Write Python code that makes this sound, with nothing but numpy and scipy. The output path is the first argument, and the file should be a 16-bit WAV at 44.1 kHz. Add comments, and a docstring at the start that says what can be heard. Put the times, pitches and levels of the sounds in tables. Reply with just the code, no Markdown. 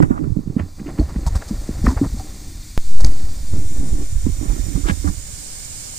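"""In a shed, air hisses from a leak, growing louder and changing colour with the pose of a small camera,
while a hand grips, bumps and rubs its body. The leak is jet noise with echoes and narrow bands, over
a low background. Slips of the grip ring the housing modes, bumps and nail ticks are damped rings, and
scuffs are bursts of grainy noise. One pop throws the input offset into a slow swing. The two microphones
are folded to mono for a while below the very top, then opened to stereo again."""
import sys
import numpy as np
from scipy import signal
from scipy.fft import rfft, irfft
from scipy.io import wavfile
from scipy.ndimage import uniform_filter1d

SR = 44100
rng = np.random.default_rng(int(sys.argv[2]) if len(sys.argv) > 2 else 0)


def wrap_up_sound(samples):
    """Save the sound to the file named by the first command line argument, as 16-bit audio."""
    columns = np.atleast_2d(samples).T
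    # keep every value between -1 and 1, then stretch to whole-number steps
    tamed = np.clip(columns, -1, 1)
    steps = np.round(tamed * 32767).astype(np.int16)
    wavfile.write(sys.argv[1], SR, steps)


N = 263718
T = np.arange(N) / SR


def amp(db):
    """Decibel law: level in dB to amplitude gain."""
    return 10 ** (np.asarray(db) / 20)


def rms_one(x):
    """Normalisation: scale a signal to unit root mean square."""
    return x / np.sqrt(np.mean(x ** 2) + 1e-20)


def in_time(rows):
    """Linear interpolation: rows that start with a time become one curve per further column."""
    seconds, *columns = np.transpose(rows)
    return [np.interp(T, seconds, column) for column in columns]


def butter(x, hz, kind, order=2):
    """Butterworth filtering: a passband without ripple."""
    return signal.sosfilt(signal.butter(order, hz, kind, fs=SR, output="sos"), x)


def coloured(white, points):
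    """Spectral shaping: weight noise by a curve drawn over log frequency, then set its rms to 1."""
    hz = np.fft.rfftfreq(N, 1 / SR) + 1
    curve_hz, curve_db = np.transpose(points)
    db = np.interp(np.log(hz), np.log(curve_hz), curve_db)
    return rms_one(irfft(rfft(white) * amp(db), N))


def drift(rate_hz):
    """Band-limited randomness: low-passed noise of rms 1."""
    settled = butter(rng.standard_normal(N + SR), rate_hz, "low")[SR:]
    return rms_one(settled)


def ring(x, hz, t60):
    """Damped resonator: a unit click starts a decaying sine of height 1."""
    radius, angle = amp(-60 / (t60 * SR)), 2 * np.pi * hz / SR
    feedback = [1, -2 * radius * np.cos(angle), radius ** 2]
    return signal.lfilter([0, np.sin(angle)], feedback, x + 1e-18)


def resonances(x, peaks):
    """Superposition: resonances in parallel, each with its own bandwidth and gain."""
    return sum(amp(db) * signal.lfilter(*signal.iirpeak(hz, hz / width, SR), x)
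               for hz, width, db in peaks)


# Spectrum of the shed's background. Each row: frequency in Hz, relative spectral level in dB per Hz.
SHED_SPECTRUM = [(12, 3), (20, 10.5), (33, -1.5), (129, -9.5), (171, -15), (243, -18.5), (323, -41.5),
                 (1100, -31.5), (1430, -37), (2420, -120)]


def shed(level_db=-36, apart_db=-9.0):
    """Partial coherence: low noise mostly alike at both microphones, with a weaker separate part."""
    white = rng.standard_normal((3, N))
    common, separate = white[0], white[1:]
    return amp(level_db) * coloured(common + amp(apart_db) * separate, SHED_SPECTRUM)


# Course of the leak. Each row: time in seconds, hiss level in dB before the left-right balance,
# camera pose from 0 to 2.
LEAK_COURSE = [(0, -53.5, 1.4), (.25, -56.5, 0.3), (.5, -55, 0.12), (.8, -51, 0.093), (1.6, -44, 0.46),
               (3.3, -43, 0.34), (3.9, -42, 1.38), (4.3, -41, 1.12), (4.7, -39, 1.08), (5.2, -39.5, 1.7),
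               (5.4, -37.5, 1.84), (5.98, -37, 1.9)]
# Colour of the hiss, one list per pose. Each row: frequency in Hz, relative spectral level in dB per Hz.
HISS_SPECTRA = [
    [(590, -69), (1000, -20), (1980, -3), (2120, -4.5), (2360, -3.5), (2970, -11), (4460, 5.5),
     (5250, -0.5), (7690, -2), (11400, -18.5), (14600, -3.5), (15400, 8), (16000, -45)],
    [(880, -41), (1500, -7.5), (2180, -5), (3060, -11), (3840, -9), (4280, -7.5), (5880, -0.5),
     (6620, -3.5), (7160, 1.5), (9270, -7), (11100, -19.5), (14000, -9), (16000, -8)],
    [(240, -49), (400, -7), (865, -40), (1760, -9), (1930, -25), (2220, -15), (3060, -12.5), (7980, -1),
     (9450, -5.5), (11000, -28), (14600, -10.5), (15200, -11), (16000, -55)],
]
# Narrow bands that stand out, one list per pose. Each row: frequency in Hz, width in Hz, relative dB.
WHISTLE_BANDS = [
    [(3560, 69, -6), (4160, 69, -20), (4730, 140, -8.5), (5650, 36, -6), (6430, 66, 2.5), (7590, 47, 2),
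     (7970, 61, 3.5), (8500, 25, -12), (9560, 130, 2), (9680, 50, -8)],
    [(3675, 96, -2), (5200, 59, -12), (5814, 160, -4), (6400, 73, -8), (7166, 58, 7.5), (7140, 62, -9),
     (8320, 40, 2), (8500, 38, -20), (8200, 110, -36), (8940, 70, 4.5), (9530, 58, -7.5)],
    [(2230, 110, -4), (4300, 59, -18), (4500, 60, -4), (4930, 100, -5), (5690, 45, -21), (6980, 120, 2.5),
     (7600, 77, 1), (9400, 44, 4), (9600, 170, -17)],
]


def leak(echo_db=-12.0, whistle_db=2.5):
    """Turbulent jet noise: each pose adds echoes, a colour and narrow bands; poses blend by power."""
    level_db, pose = in_time(LEAK_COURSE)
    jet = 0
    for k, (spectrum, whistles) in enumerate(zip(HISS_SPECTRA, WHISTLE_BANDS)):
        white = rng.standard_normal((2, N))
        lags = rng.integers(20, 700, (2, 12))      # samples, drawn apart for each side
        signs = rng.choice([-1, 1], 12)
        echoes = [sum(sign * np.roll(w, lag) for sign, lag in zip(signs, row))
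                  for w, row in zip(white, lags)]
        white += amp(echo_db) * np.array(echoes)
        smooth = coloured(white, spectrum)
        excitation = coloured(white, [(1000, -1.5), (9000, 1.0), (16000, -55)])
        heard = smooth + amp(whistle_db) * resonances(excitation, whistles)
        share = np.clip(1 - abs(pose - k), 0, 1)
        jet = jet + np.sqrt(share) * rms_one(heard)
    body = butter(jet, 10500, "low", order=4) * amp([[-1.5], [5]])      # stronger on the right
    top = butter(jet, 10500, "high", order=4) * amp(3)      # arrives evenly
    return (body + top) * amp(level_db + 0.4 * drift(12))


# Finger scuffs. Each row: peak time in seconds, rise in seconds, fall in seconds, level in dB before
# the dip and the microphones, centre frequency in Hz, gain of the brighter part over that level in dB.
SCUFF_EVENTS = [(0.028, 0.0076, 0.0092, -32, 1160, -6.5), (.11, 0.0093, 0.08, -43, 960, -23),
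                (0.18, 0.027, 0.0064, -43, 880, -20), (0.242, 0.0096, 0.012, -49.5, 1370, -22),
                (0.567, 0.0016, 0.011, -49, 596, -30), (0.598, 0.005, 0.0032, -30.5, 1630, -18),
                (.798, 0.0049, 0.012, -45, 1630, -17), (0.866, 0.005, 0.021, -44.5, 1810, -21),
                (0.891, 0.0067, 0.0089, -35, 660, -31), (0.986, .003, 0.017, -40, 1180, -12),
                (0.998, 0.0031, 0.069, -41.5, 720, -7), (1.104, 0.026, 0.0065, -42, 900, -4),
                (1.161, 0.0043, .015, -45, 1100, -15), (1.267, 0.0043, 0.03, -34, 810, 2.5),
                (1.358, 0.0072, 0.024, -34, 1030, -0.5), (1.423, 0.012, 0.0045, -37.5, 1340, -10),
                (1.487, 0.016, 0.023, -45.5, 833.3, 6.5), (1.786, .005, 0.0092, -50, 990, -10),
                (1.859, 0.027, 0.034, -50.5, 1970, 14), (1.866, 0.0053, 0.0013, -26.5, 1390, -11),
                (1.886, 0.0066, 0.064, -32, 990, -5), (1.977, 0.0077, 0.0083, -28.5, 1050, -27),
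                (2.046, 0.04, 0.037, -36.5, 890, -25), (2.2, 0.042, 0.017, -43.5, 714, 1),
                (3.005, 0.0017, 0.021, -37.5, 680, 4.5), (3.048, 0.0032, 0.0054, -31.5, 1760, 10),
                (3.063, 0.0047, 0.016, -56.5, 1000, 24), (3.538, 0.0088, 0.0057, -48, 800, -28),
                (4.266, 0.0088, 0.011, -48, 724, -25), (4.507, 0.0091, 0.039, -46.5, 1040, -18),
                (4.76, 0.0066, 0.036, -46, 900, -15), (4.896, 0.065, 0.015, -34.5, 980, -15),
                (4.9, 0.042, 0.02, -30.5, 2580, -12), (5.049, 0.0025, 0.028, -44, 855, -22),
                (5.075, 0.0056, 0.03, -38.5, 1230, -2)]
# Resonances of the brighter part. Each row: frequency in Hz, width in Hz, relative level in dB.
SCUFF_RESONANCES = [(4900, 1600, 8), (6300, 930, 4), (7570, 700, 5.5), (14900, 2600, -2)]


def scuffs():
    """Friction: bursts of grainy noise around a centre pitch, with a brighter part above."""
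    low, high = np.zeros((2, N))
    grit = rng.standard_normal((2, N)) * amp(3 * drift(300))
    for s, rise, fall, level_db, hz, bright_db in SCUFF_EVENTS:
        part = slice(round((s - rise) * SR), round((s + fall) * SR))
        shape = amp(level_db) * np.interp(T[part], [s - rise, s, s + fall], [0, 1, 0])
        band = butter(grit[0, part], [hz / 1.5, hz * 1.5], "band", order=3)
        low[part] += shape * rms_one(band)
        high[part] += shape * amp(bright_db)
    bright = butter(resonances(grit[1], SCUFF_RESONANCES), 3600, "high", order=4)
    return low, high * rms_one(bright)


def aftermath(times, levels_db, t60, lead):
    """Exponential power decay: 60 dB of build-up in lead seconds before each event, 60 dB of fall in t60."""
    kicks = np.zeros(N)
    np.add.at(kicks, (np.asarray(times) * SR).astype(int), amp(levels_db) ** 2)

    def tail(power, seconds):
        """First-order recursion: power falls by 60 dB in the given time."""
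        return signal.lfilter([1], [1, -amp(-120 / (seconds * SR))], power + 1e-18)

    before = tail(kicks[::-1], lead)[::-1]
    return tail(kicks, t60) + before - kicks      # the event itself counts once


# Changing level of the grip, apart from what bumps and scuffs stir up, before the microphones.
# Each row: time in seconds, sway rumble in dB, housing creak in dB, finger rub in dB.
GRIP_LEVELS = [(0, -32, -31, -57), (.26, -26, -28, -55), (.35, -33, -59, -62.5), (.66, -46, -37, -55),
               (.72, -48, -55.5, -63), (.9, -33, -37, -48), (1.3, -25.5, -43, -46.5),
               (1.8, -22, -42.5, -46), (2.2, -28, -42, -53), (2.3, -37.5, -40, -50.5), (2.8, -36, -50, -66),
               (3.05, -31, -38.5, -45.5), (3.5, -26.5, -47, -55.5), (3.56, -29, -32.5, -48.5),
               (3.7, -29.5, -38, -58), (3.8, -37, -33.5, -49), (4.04, -27.5, -31.5, -50.5),
               (4.08, -26.5, -49, -58.5), (4.38, -23.5, -44, -57), (4.42, -24, -30.5, -47.5),
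               (4.57, -23.5, -32.5, -49), (4.7, -28.5, -35, -55), (5.1, -26, -50, -58),
               (5.26, -38.5, -54.5, -58), (5.98, -55, -54, -55.5)]
# Housing modes. Each row: frequency in Hz, relative strike level in dB, t60 in seconds,
# group (0 deep, 1 middle, 2 high).
HOUSING_MODES = [(43, -4.5, 0.15, 0), (85, -3.5, 0.078, 0), (142.4, -4.5, 0.071, 1), (177.5, 8, 0.022, 1),
                 (270.5, 2, 0.04, 1), (301, -1.5, 0.078, 1), (328, -3.5, 0.04, 1), (404, -12, 0.047, 1),
                 (577, 11.5, 0.01, 2), (784, -2.5, 0.055, 2), (1050, 5.5, 0.0097, 2),
                 (1355, -3.5, 0.022, 2), (1870, 6, 0.0065, 2), (2260, 9.5, 0.0016, 2)]


def housing(slips_per_s=(60, 200, 1200), spread_db=4.0, palm_below_hz=120):
    """Modal excitation: random slips of the grip strike the modes; returns deep, middle and high."""
    slips = np.zeros((3, N))
    born = rng.random((3, N)) < np.array(slips_per_s)[:, None] / SR
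    for hz, db, t60, group in HOUSING_MODES:
        g = int(round(group))
        size_db = db + spread_db * np.minimum(rng.exponential(1, N), 4)
        sizes = amp(size_db) * rng.choice([-1, 1], N)
        soft_contact = butter(born[g] * sizes, 1.8 * hz, "low")      # skin
        slips[g] += ring(soft_contact, hz, t60)
    sway, creak, rub = amp(in_time(GRIP_LEVELS)) ** 2      # powers
    # fingertip bumps bring extra creak, scuffs bring extra rub
    s, peak_db, hz, _ = np.transpose(BUMP_EVENTS)
    tips = hz > palm_below_hz
    creak = creak + aftermath(s[tips], peak_db[tips] - 14.5, t60=0.19, lead=0.035)
    s, _, _, level_db, *_ = np.transpose(SCUFF_EVENTS)
    rub = rub + aftermath(s, level_db - 0.5, t60=0.11, lead=0.074)
    return [np.sqrt(power) * rms_one(x) for power, x in zip((sway, creak, rub), slips)]


def swelling_rings(rows, swell):
    """Loaded oscillation: each ring swells with a time constant of swell cycles while damping kills it."""
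    out = np.zeros(N + SR)
    phases = rng.normal(0, 0.71, len(rows))      # radians
    for (s, peak_db, hz, t60), phase in zip(rows, phases):
        t = T[:int(1.5 * t60 * SR)]
        shape = (1 - np.exp(-t * hz / swell)) ** 2 * amp(-60 * t / t60)
        at = round(s * SR)
        sine = np.sin(2 * np.pi * hz * t + phase)
        out[at:at + len(t)] += amp(peak_db) * shape / shape.max() * sine
    return out[:N]


# Hard nail ticks. Each row: start in seconds, envelope peak in dB before the microphones,
# ring frequency in Hz, t60 in seconds.
TICK_EVENTS = [(.597, -24.5, 1920, 0.0061), (.795, -38.5, 1880, 0.013), (.995, -34, 4370, 0.042),
               (1.009, -30, 655, .06), (1.272, -27.5, 920, 0.051), (1.424, -28.5, 1600, 0.0041),
               (1.867, -10.5, 1200, 0.0071), (1.868, -16.5, 1810, 0.0096), (1.887, -23.5, 1000, 0.042),
               (2.198, -37, 760, 0.1), (3.0465, -12, 4770, 0.0045), (3.0465, -20, 6300, 0.0076),
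               (4.896, -27, 1645, 0.054), (5.076, -31.5, 1180, 0.023)]


def nail_ticks():
    """Impact: each hard nail sets off a short damped ring."""
    return swelling_rings(TICK_EVENTS, swell=1.65)


# Bumps on the housing, fingertips high and palm low. Each row: start in seconds, envelope peak in dB
# before the low-pass and the microphones, ring frequency in Hz, t60 in seconds.
BUMP_EVENTS = [(.002, 0, 204, 0.0076), (.009, -12.5, 309, 0.068), (.03, -9.5, 110, 0.045),
               (0.032, -16, 153, .019), (.106, -6, 236, 0.03), (.218, -19.5, 149, 0.032),
               (0.24, -23, 236, 0.041), (0.277, -15, 142, 0.043), (.302, -18, 151, 0.031),
               (0.318, -11, 101, 0.045), (0.367, -9.5, 184, 0.033), (.389, -16, 230, 0.04),
               (0.402, -23, 140, 0.041), (.458, -26, 159, 0.026), (.474, -13, 147, 0.026),
               (0.498, -20, 147, 0.035), (.564, -7, 208, 0.028), (0.596, -14.5, 205, 0.027),
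               (0.603, -16, 87, 0.18), (0.631, -21, 155, 0.044), (0.799, -23, 205, 0.031),
               (0.814, -20, 189, 0.029), (0.861, -22, 289, 0.07), (0.879, -25, 339, .1),
               (0.989, -8, 166, 0.013), (.995, -6.5, 60, 0.077), (.996, -9.5, 273, 0.026),
               (1.013, -14, 253, 0.032), (1.019, -10.5, 70, 0.13), (1.16, -10, 187, 0.02),
               (1.161, -13, 59.6, 0.095), (1.261, -12, 63, 0.15), (1.266, -17, 149, 0.052),
               (1.355, -7, 55.3, .054), (1.355, -15.5, 150, 0.019), (1.508, -15, 209, 0.082),
               (1.69, -11.5, 248, 0.019), (1.692, -19.5, 60, 0.11), (1.787, -19, 150, .028),
               (1.827, -12, 37, .18), (1.84, -9, 198, .06), (1.854, -10.5, 232, 0.025),
               (1.863, -6, 61, 0.089), (1.876, -6, 238, 0.052), (1.884, -9.5, 70, .09),
               (1.905, -17.5, 276, 0.08), (1.92, -19, 260, 0.06), (1.961, -13, 43.6, .13),
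               (2.013, -7, 277, .11), (2.022, -16, 103, 0.13), (2.059, -13, 165, .021),
               (2.064, -17, 39.3, 0.12), (2.142, -21, 221, 0.047), (3.018, -9.5, 36.4, 0.036),
               (3.042, -6, 42.2, 0.076), (3.045, -12, 137, 0.02), (3.074, -10, 37.5, 0.083),
               (3.53, -15, 76, 0.1), (3.536, -17, 204, 0.0069), (3.782, -11, 36.3, .08),
               (3.91, -13, 35.2, 0.26), (4.011, -30, 267, .039), (4.15, -14, 38.3, 0.21),
               (4.265, -10, 247, 0.047), (4.265, -13.5, 104, 0.073), (4.321, -13, 34, 0.068),
               (4.38, -18, 51.3, .16), (4.411, -20.5, 264, 0.042), (4.476, -12.5, 36.5, 0.28),
               (4.589, -16.5, 42, 0.25), (4.748, -14, 44.4, 0.11), (4.753, -12, 140, 0.039),
               (4.775, -18.5, 272, 0.073), (4.832, -10.5, 43.1, 0.12), (4.855, -20.5, 330, 0.038),
               (4.883, -19, 318, 0.032), (4.895, -10, 178, 0.042), (4.915, -12.5, 77.6, 0.096),
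               (5.043, -18, 289.5, 0.14), (5.046, -14.5, 76.7, 0.27), (5.074, -18, 156, .026),
               (5.086, -16.5, 185, 0.051)]


def hand_bumps():
    """Soft impact: flesh loads the housing gradually and the hand damps its ring."""
    return butter(swelling_rings(BUMP_EVENTS, swell=0.26), 820.0, "low")


def ports(x, lean, lag_samples, twist_db, twist_hz):
    """Antisymmetric motion: the right takes the larger share; a delayed twist drives the sides oppositely."""
    twist = amp(twist_db) * butter(np.roll(x, lag_samples), twist_hz, "low")
    side = twist - np.clip(lean, 0, 1) * x
    return x + side * np.array([[1], [-1]])


def scene():
    """Superposition: shed, leak and handling add at the two microphones."""
    deep, middle, high = housing()
    scuff_low, scuff_high = scuffs()
    thud = deep + middle + hand_bumps()
    rub = high + scuff_low
    rub = rub - 0.27 * resonances(rub, [(3600, 1070, 0)])      # the handling sounds thinner around 3.6 kHz
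    thud_sides = ports(thud, lean=1.0, lag_samples=206, twist_db=-11.0, twist_hz=595)
    rub_sides = ports(rub + nail_ticks(), lean=0.14, lag_samples=13, twist_db=10.0, twist_hz=1730)
    bright_sides = ports(scuff_high, lean=0.45, lag_samples=30, twist_db=-9, twist_hz=9000)
    return shed() + leak() + thud_sides + rub_sides + bright_sides


# Input offset after the pop, before smoothing. Each row: time in seconds, offset with full scale 1.
OFFSET_SWING = [(2.7774, .49), (2.85, -.16), (2.91, -.6), (2.97, -.9), (3.15, -.42), (3.3, -.2),
                (3.55, .35), (4.0, .16), (4.5, 0)]
# Gain of the side signal, 0 dB being full stereo. Each row: time in seconds, gain in dB below the
# split, gain in dB above it.
STEREO_OPENING = [(0, 3, -2), (.4, -2.5, -11), (1.3, -32, -65), (1.5, -79, -66), (2.7, -54, -74),
                  (3.2, -34, -33), (3.4, -12.5, -9.5), (3.7, -3.5, -3.5), (5.98, -1, 1)]


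def record(dry, pop_s=2.7774, split_hz=2500, always_wide_hz=11500, cutoff_hz=16100):
    """Mid-side decomposition: the side fades by band, the offset is added, peaks clip, the top is cut."""
    mid, side = (dry[0] + dry[1]) / 2, (dry[0] - dry[1]) / 2
    low_db, high_db = in_time(STEREO_OPENING)

    def below(hz):
        """Zero-phase filtering: the split keeps each band's left-right balance."""
        return signal.sosfiltfilt(signal.butter(4, hz, fs=SR, output="sos"), side)

    low, foldable = below(split_hz), below(always_wide_hz)
    always_wide = side - foldable
    side = amp(low_db) * low + amp(high_db) * (foldable - low) + always_wide
    # the offset starts with a jump, heard as the pop
    offset = uniform_filter1d(in_time(OFFSET_SWING)[0], size=1500) * (T >= pop_s)
    out = np.clip(mid + offset + side * [[1], [-1]], -1, 1)
    return signal.sosfilt(signal.cheby2(12, 70, cutoff_hz, fs=SR, output="sos"), out)


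dry = scene()
out = record(dry)
wrap_up_sound(out)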